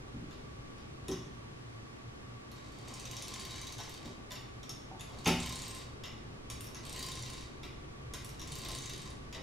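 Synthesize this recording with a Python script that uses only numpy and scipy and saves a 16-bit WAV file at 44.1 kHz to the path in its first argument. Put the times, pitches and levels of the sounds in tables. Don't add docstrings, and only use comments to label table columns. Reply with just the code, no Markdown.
import sys
import numpy as np
from scipy import signal
from scipy.fft import rfft, irfft, next_fast_len
from scipy.io import wavfile
from scipy.ndimage import uniform_filter1d

SR = 44100
rng = np.random.default_rng(int(sys.argv[2]) if len(sys.argv) > 2 else 0)


def wav_record(signal):
    frames = np.transpose(np.atleast_2d(signal))
    bounded = np.clip(frames, -1, 1)
    quanta = np.round(bounded * 32767).astype(np.int16)
    wavfile.write(sys.argv[1], SR, quanta)


N = 415422

# (frequency [Hz], density [dB])
AIR_SPECTRUM = [(15,-37),(45,-13.5),(80,-9.5),(119,-2),(155,-16.5),(215,-8.5),(380,-15),(600,-21),(1200,-24),(2500,-29),(6000,-37),(9000,-44),(12000,-54),(15500,-65)]
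RUMBLE_SPECTRUM = [(15,-1),(35,-1),(68,6),(95,-7.5),(138,5),(190,-10.5),(280,-10),(390,-7),(520,-17.5),(1500,-76)]
# (time [s], level [dB])
RUMBLE_LEVELS = [(0.0, -51.5), (1.26, -54.5), (1.86, -59), (2.91, -55.5), (4.99, -55.5), (5.27, -52.5),
                 (9.42, -50)]
# (frequency [Hz], width [Hz], level [dB])
HUM_BANDS = [(118.6,16.6,-57),(1150,7.3,-72.5),(1146,115,-68.5)]
# (frequency [Hz], T60 [s])
ROOM_DECAY = [(100,0.73),(500,0.4),(2000,0.66),(5000,0.58),(9000,0.49),(15000,0.37)]
# (frequency [Hz], side minus mid [dB])
ECHO_STEREO = [(40,-36),(160,-28),(380,-17),(1000,-21),(2500,-13.5),(6000,-5.5),(13000,1)]
AIR_STEREO = [(30,-28),(70,-44),(120,-9.5),(200,-3.5),(400,4),(900,5.5),(7000,5),(14000,12)]

# (time [s], level [dB], contact resonance [Hz], Q [-])
FRAME_BLOWS = [(0.143,-44,245,2.5),(0.219,-53,322,5.8),(1.086,-39,390,2.4),(1.099,-44.5,367,11.4),(1.119,-42,127,2.2),(1.208,-54,348,3),(4.050,-46.5,340,2.3),(4.913,-52.5,810,2.8),(5.258,-32.5,3000,0.96),(5.269,-22,5000,0.11),(5.281,-33.5,3000,0.83)]
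# (frequency [Hz], level [dB], T60 [s])
FRAME_MODES = [(65.8,-6.5,1.0),(128.8,1,0.31),(170.2,1,0.53),(242,-0.5,0.66),(291,5,0.26),(386,-1,0.345),(420,6,0.077),(533,-16,0.37),(578,-4,0.28),(677,-9,0.12),(770,3,0.3),(886,2.5,0.52),(940,0,0.2),(1080,-7,0.19),(1357,-12,0.48),(1776,-7,.3),(2330,-11,.45),(2502,-4,.4),(2520,1,.45)]
# (frequency [Hz], density [dB])
CRACK_SPECTRUM = [(35,-25),(100,-2),(280,1.5),(450,-2),(850,1.5),(1080,-25),(1220,-19),(1400,-1.5),(1600,-14),(2000,-4.5),(2550,-1),(3500,-8),(4500,-27),(7000,-2.5),(15000,-19.5)]

# (time [s], level [dB], relative rebound [dB])
LEVER_FALLS = [(0.308,-57,0.5),(0.780,-60,-13),(1.117,-48.5,-7),(3.786,-45,-20),(4.306,-44.5,-23),(4.354,-48,-23),(5.120,-58.5,-14),(5.259,-32.5,-2),
               (6.036,-44,-4),(6.746,-50.5,-2),(7.631,-48,-4.5),(8.136,-45,-21),(8.394,-52,-3),(9.326,-45.5,-0.5)]
# (time [s], ring [dB], snap [dB], ping 1 [Hz], ping 1 [dB], ping 2 [Hz], ping 2 [dB])
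CATCH_DROPS = [(1.082,-42.5,-43.5,5700,-48,3050,-52),(1.114,-43,-58,5570,-44,6260,-46),(2.515,-59,-55.5,4220,-55,6540,-63),(3.802,-45,-58,5650,-45,6240,-51),
               (4.318,-41.5,-48,4500,-49,5560,-44),(4.63,-48.5,-59,3640,-51.5,5540,-67),(4.693,-42.5,-47.5,5470,-40.5,6460,-46),(4.995,-47,-62,3570,-60,5660,-62),
               (5.008,-48,-48,3710,-49.5,7100,-50),(5.245,-44,-54,5400,-53,6300,-57),(5.257,-37,-58,5370,-46,6320,-35.5),(5.274,-32,-34.5,5730,-41,7480,-40),
               (6.500,-41,-42.5,5580,-48,6520,-44),(6.607,-57,-42.5,5600,-58,7200,-53),(6.643,-54,-49,5590,-53,6400,-62),(6.669,-59,-56,5540,-50,6400,-59),
               (6.746,-53,-53,5650,-48,6350,-48),(8.136,-41.5,-46,5540,-47,6500,-44),(8.246,-58,-44,5590,-60,7100,-57),(8.291,-55,-52,5580,-52,6500,-56),
               (8.395,-55,-53,5700,-44.5,6400,-53),(8.415,-44.5,-54,5630,-49,6600,-54)]
# (frequency [Hz], width [Hz], level [dB])
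LEVER_MODES = [(720,280,4),(1067,99,8),(1306,100,4),(1876,345,7),(2083,394,8),(2820,420,5.5),(3640,480,4),(4770,660,1.5),(5370,420,-1.5)]
CATCH_MODES = [(3250,340,0.5),(3770,340,0.5),(4200,270,-11),(5490,320,3.5),(6370,330,1),(6980,560,-2.5)]
SNAP_MODES = [(2780,1050,-0.5),(8120,1600,2.5),(8800,1600,4.5),(10040,700,4),(11440,900,-1.5),(13000,840,-1.5)]
PAWL_MODES = [(2580,390,4),(3040,170,10),(3650,770,7),(4490,146,13.5),(5370,910,3),(7180,1060,5.5),(8320,270,5),(9300,1260,2),(11300,3100,-6),(13600,1900,-9)]
RIM_MODES = [(1048.4,30.5,11.5),(1843,410,1.5),(2180,385,5),(3100,370,2),(3800,170,6.5),(4590,480,4.5),(5800,1200,-1),(7480,1140,-1.5),(8900,1600,-10),(12900,1800,-19.5)]

# (frequency [Hz], density [dB])
DRONE_SPECTRUM = [(80,8),(150,-4.5),(270,2.5),(420,2),(650,1),(950,-1),(1280,-6.5),(1550,-21),(3000,-51)]
# (start [s], peak [s], end [s], rasp [dB], drone [dB])
WHEEL_RUNS = [(2.892,3.315,4.1,-46.5,-50), (5.38,5.46,5.82,-43,-46), (6.89,7.032,7.43,-45,-48.5),
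              (8.515,8.72,9.1,-44.5,-52)]
# (time [s], level [dB])
WHEEL_DRAGS = [(2.92,-49),(4.08,-48.5),(5.16,-44.5),(8.70,-43),(9.40,-42.5)]
# (time [s], level [dB])
TOOTH_DROPS = [(2.7192, -55), (2.784, -50), (2.8806, -41.5), (2.9367, -39.5), (2.9952, -37.5), (3.052, -37),
               (3.1098, -37), (3.1648, -34.5), (3.2213, -33.5), (3.279, -35.5), (3.3373, -36),
               (3.3948, -35.5), (3.4486, -39.5), (3.5059, -37.5), (3.5571, -39.5), (3.6125, -39.5),
               (3.6674, -37.5), (3.7219, -39.5), (3.78, -41), (3.833, -41.5), (3.8916, -44), (3.9378, -41),
               (4.055, -52), (5.1846, -44), (5.3994, -35.5), (5.4287, -38.5), (5.458, -35.5),
               (5.4905, -38.5), (5.522, -37), (5.5538, -35), (5.588, -41), (5.6167, -35), (5.655, -41),
               (5.6778, -41), (5.7084, -41), (5.7465, -39.5), (5.7845, -43), (6.8494, -39), (6.863, -41),
               (6.8932, -40), (6.925, -37), (6.9597, -37), (6.99, -35), (7.0252, -35.5), (7.0612, -37.5),
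               (7.0838, -39), (7.116, -36.5), (7.1516, -37), (7.189, -38.5), (7.222, -39), (7.259, -38),
               (7.2978, -40), (7.3324, -40), (7.367, -45), (7.4066, -46), (8.4728, -40), (8.5182, -34.5),
               (8.552, -37), (8.5834, -40), (8.6154, -40.5), (8.6472, -35), (8.6832, -36.5), (8.7144, -38),
               (8.7472, -37), (8.783, -38), (8.819, -39), (8.8555, -38), (8.8935, -34.5), (8.9328, -37.5),
               (8.976, -41), (9.0147, -43), (9.0538, -49), (9.1012, -47)]
# (centre [s], half length [s], frequency [Hz], gain [dB])
PAWL_PARTIALS = [(2.70,0.13,4560,4),(2.935,0.13,8440,-12),(3.064,0.072,5920,-5.5),(3.42,0.089,4400,-6),(3.53,0.14,2220,-7.5),(3.58,0.092,3900,-9),(3.704,0.12,6050,-5),
                 (5.558,0.068,4140,-9),(5.62,0.27,8240,-10),
                 (6.94,0.053,8300,-11),(6.96,0.069,4030,-8),(7.03,0.046,4740,-4),(7.12,.07,7050,-4),(7.22,0.039,5760,-4),
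                 (8.75,0.05,3770,-6),(8.88,0.088,6000,-9),(8.92,0.08,4540,-7)]


def from_db(db):
    return 10 ** (np.asarray(db) / 20)


def rms_one(x):
    return x / np.sqrt(np.mean(x ** 2) + 1e-20)


def at_hz(points, hz):
    table_hz, value = np.transpose(points)
    return np.interp(np.log(np.maximum(hz, 1)), np.log(table_hz), value)


def add(out, time_s, sound):
    start = int(time_s * SR)
    part = sound[..., :max(out.shape[-1] - start, 0)]
    out[..., start:start + part.shape[-1]] += part


def diffuse(size, stereo, colour=lambda hz: 1):
    hz = np.fft.rfftfreq(size, 1 / SR)
    mid, side = rfft(rng.standard_normal((2, size))) * colour(hz)
    mid, side = irfft(mid, size), irfft(side * from_db(at_hz(stereo, hz)), size)
    return (mid + side * [[1], [-1]]) / np.std(mid)


def steady(spectrum, stereo):
    return diffuse(next_fast_len(N), stereo, lambda hz: from_db(at_hz(spectrum, hz)))[:, :N]


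def resonate(force, modes):
    t = np.arange(SR // 20) / SR
    response = sum((-1) ** k * from_db(db) * width_hz * np.exp(-np.pi * width_hz * t)
                   * np.cos(2 * np.pi * hz * t) for k, (hz, width_hz, db) in enumerate(modes))
    return signal.oaconvolve(force, response / np.linalg.norm(response))[:N]


def chatter(rise_s, fade_s):
    t = np.arange(SR // 20) / SR
    shape = (1 - np.exp(-(t / rise_s) ** 2)) * np.exp(-t / fade_s)
    return rng.standard_normal(len(t)) * shape / shape.max()


def background(whine_hz=1137, whine_db=-69):
    hum = 0
    for hz, width_hz, db in HUM_BANDS:
        band = diffuse(next_fast_len(N), ECHO_STEREO, lambda f: 1 / (1 + (2 * (f - hz) / width_hz) ** 2))
        hum = hum + from_db(db) * band[:, :N]
    t = np.arange(N) / SR
    whine = from_db(whine_db) * np.sqrt(2) * np.sin(2 * np.pi * whine_hz * t)
    rumble_db = np.interp(t, *np.transpose(RUMBLE_LEVELS)) + 1
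    rumble = from_db(rumble_db) * steady(RUMBLE_SPECTRUM, ECHO_STEREO)
    return from_db(-53) * steady(AIR_SPECTRUM, AIR_STEREO) + rumble + hum + whine


def room_response(gap_s, early_s, early_db):
    t = np.arange(SR * 3 // 4) / SR
    hz = np.fft.rfftfreq(len(t), 1 / SR)
    spectrum = rfft(diffuse(len(t), ECHO_STEREO))
    edges_hz = np.geomspace(60, 18000, 13)
    tail = 0
    for low, high in zip(edges_hz, edges_hz[1:]):
        band = irfft(spectrum * ((hz >= low) & (hz < high)), len(t))
        t60_s = at_hz(ROOM_DECAY, np.sqrt(low * high))
        tail = tail + band * np.exp(-np.log(1000) * t / t60_s)
    onset = np.clip(t / gap_s - 1, 0, 1)
    tail = tail * onset * (1 + from_db(early_db) * np.exp(-t / early_s))
    return tail / np.sqrt(np.sum(tail ** 2) / 2)


def frame_knocks(crack_s, swell_s, lowest_hz=50):
    boom, crack = np.zeros((2, N))
    t = np.arange(SR) / SR
    ring = sum(from_db(db) * np.sin(2 * np.pi * hz * t) * np.exp(-np.log(1000) * t / t60_s)
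               for hz, db, t60_s in FRAME_MODES)
    radiation = signal.butter(2, lowest_hz, "high", fs=SR, output="sos")
    ring = signal.sosfilt(radiation, ring * (1 - np.exp(-t / swell_s)))
    colour = from_db(at_hz(CRACK_SPECTRUM, np.fft.rfftfreq(SR, 1 / SR)))
    for time_s, db, contact_hz, q in FRAME_BLOWS:
        w = 2 * np.pi * contact_hz
        springy_contact = signal.bilinear([w * w], [1, w / q, w * w], SR)
        add(boom, time_s, from_db(db - 9) * signal.lfilter(*springy_contact, ring))
        burst = rms_one(irfft(rfft(rng.standard_normal(SR)) * colour, SR)) * np.exp(-t / crack_s)
        add(crack, time_s, from_db(db) * signal.lfilter(*springy_contact, burst))
    return boom, crack


def struck(times_s, levels_db, modes, rise_s, fade_s, detune=0.015, scatter_db=2):
    out = np.zeros(N)
    for time_s, db in zip(times_s, levels_db):
        shifts = rng.standard_normal((len(modes), 2))
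        shifted = [(hz * (1 + detune * a), width_hz, mode_db + scatter_db * b)
                   for (hz, width_hz, mode_db), (a, b) in zip(modes, shifts)]
        add(out, time_s, from_db(db) * resonate(chatter(rise_s, fade_s), shifted))
    return out


def catch_pings(rise_s=0.00066, fade_s=0.0026):
    out, t = np.zeros(N), np.arange(SR // 10) / SR
    envelope = (1 - np.exp(-t / rise_s)) * np.exp(-t / fade_s)
    for time_s, _, _, ping1_hz, ping1_db, ping2_hz, ping2_db in CATCH_DROPS:
        for hz, db in ((ping1_hz, ping1_db), (ping2_hz, ping2_db)):
            add(out, time_s, from_db(db) * envelope * np.sin(2 * np.pi * hz * t))
    return out


def levers(rebound_s=0.0195, to_ring_db=-1, to_snap_db=-12.5, to_wood_db=-7):
    falls = [(s, db) for s, db, _ in LEVER_FALLS]
    falls += [(s + rebound_s, db + rebound_db) for s, db, rebound_db in LEVER_FALLS]
    contacts = [(s, db, db + to_ring_db, db + to_snap_db) for s, db in falls]
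    contacts += [(s, db + to_wood_db, db, snap_db) for s, db, snap_db, *_ in CATCH_DROPS]
    times_s, wood_db, ring_db, snap_db = np.transpose(contacts)
    onsets_s = times_s - 0.001
    clack = from_db(-2.5) * struck(onsets_s, wood_db, LEVER_MODES, rise_s=0.0037, fade_s=0.0032)
    ring = from_db(-2.5) * struck(onsets_s, ring_db, CATCH_MODES, rise_s=0.0029, fade_s=0.002)
    snap = from_db(-0.5) * struck(onsets_s, snap_db, SNAP_MODES, rise_s=0.0015, fade_s=0.0027)
    return clack, ring + from_db(7.5) * catch_pings(), snap


def wheel_drone(drag_s=0.065, fade_db=-6.5, rise_db_per_s=54, coast_db_per_s=8):
    t = np.arange(N) / SR
    gain = sum(from_db(db) * np.exp(-((t - time_s) / drag_s) ** 2) for time_s, db in WHEEL_DRAGS)
    for start_s, peak_s, end_s, _, drone_db in WHEEL_RUNS:
        before_s, after_s = np.maximum(start_s - t, 0), np.maximum(t - end_s, 0)
        run_db = drone_db + np.interp(t, [peak_s, end_s], [0, fade_db])
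        gain = np.hypot(gain, from_db(run_db - rise_db_per_s * before_s - coast_db_per_s * after_s))
    return gain * steady(DRONE_SPECTRUM, ECHO_STEREO)


def pawl_friction(clump_db, grains_per_s=2500, creep_s=0.39, engage_s=0.096, stop_db_per_s=302):
    t, gain = np.arange(N) / SR, 0
    for start_s, peak_s, end_s, rasp_db, _ in WHEEL_RUNS:
        swell_db = np.interp(t, [start_s - engage_s, start_s, peak_s, end_s], [-13.5, -5.5, 0, -6])
        stop_db = stop_db_per_s * np.maximum(t - end_s, 0)
        gain = gain + (start_s - t < creep_s) * from_db(rasp_db + swell_db - stop_db)
    wander = rms_one(uniform_filter1d(rng.standard_normal(N), size=200))
    grip = from_db(clump_db * np.tanh(wander))
    grains = (rng.random(N) < grains_per_s / SR) * rng.choice([-1, 1], N) * rng.random(N)
    return gain * rms_one(grains * grip)


def pawl_singing(force, q=85):
    out = np.zeros(N)
    for centre_s, half_s, hz, db in PAWL_PARTIALS:
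        start_s = max(centre_s - 3 * half_s, 0)
        stretch = force[int(start_s * SR):int((2 * centre_s - start_s) * SR)]
        t = start_s + np.arange(len(stretch)) / SR
        coupling = from_db(db) * np.exp(-((t - centre_s) / half_s) ** 2 / 2)
        add(out, start_s, resonate(stretch * coupling, [(hz, hz / q, 0)]))
    return out


def pawl_drop(bounces=4, gap_s=0.008, bounce_db=-4, loss_db=0.5, scatter_db=7.7):
    force, time_s = np.zeros(SR // 6), 0
    add(force, time_s, chatter(rise_s=0.003, fade_s=0.0025))
    for k, (late, weaker) in enumerate(rng.random((bounces, 2))):
        time_s += gap_s * (0.5 + late)
        gain = from_db(bounce_db - loss_db * k - scatter_db * weaker)
        add(force, time_s, gain * chatter(rise_s=0.00099, fade_s=0.0006))
    return force


def ratchet(colour_db, clump_db):
    force, ticks = np.zeros((2, N))
    for time_s, db in TOOTH_DROPS:
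        drop = from_db(db) * pawl_drop()
        modes = [(hz, width_hz, mode_db + colour_db * rng.standard_normal())
                 for hz, width_hz, mode_db in PAWL_MODES]
        add(force, time_s, drop)
        add(ticks, time_s, resonate(drop, modes))
    friction = pawl_friction(clump_db)
    ticks += pawl_singing(force + from_db(-17) * friction)
    return from_db(-7.5) * ticks, from_db(-7) * resonate(friction, RIM_MODES)


def scene(beam_hz=5000):
    ticks, rasp = ratchet(colour_db=3, clump_db=10.5)
    drone = from_db(-7.5) * wheel_drone()
    clack, ring, snap = levers()
    boom, crack = frame_knocks(crack_s=0.021, swell_s=0.001)
    tick_treble = signal.sosfilt(signal.butter(1, beam_hz, "high", fs=SR, output="sos"), ticks)
    direct = from_db(4) * tick_treble + rasp + clack + ring + snap + from_db(2) * crack
    room_send = (from_db(2) * ticks + from_db(1) * rasp + from_db(9) * clack
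                 + from_db(3) * ring + from_db(2) * snap + from_db(4) * crack)
    response = room_response(gap_s=0.0024, early_s=0.019, early_db=-1.5)
    echo = signal.oaconvolve(room_send[None], response, axes=1)[:, :N]
    return direct + echo + boom + drone + background()


def record(dry, cutoff_hz=15600):
    return signal.sosfilt(signal.ellip(10, 0.1, 80, cutoff_hz, fs=SR, output="sos"), dry)


dry = scene()
out = record(dry)
wav_record(out)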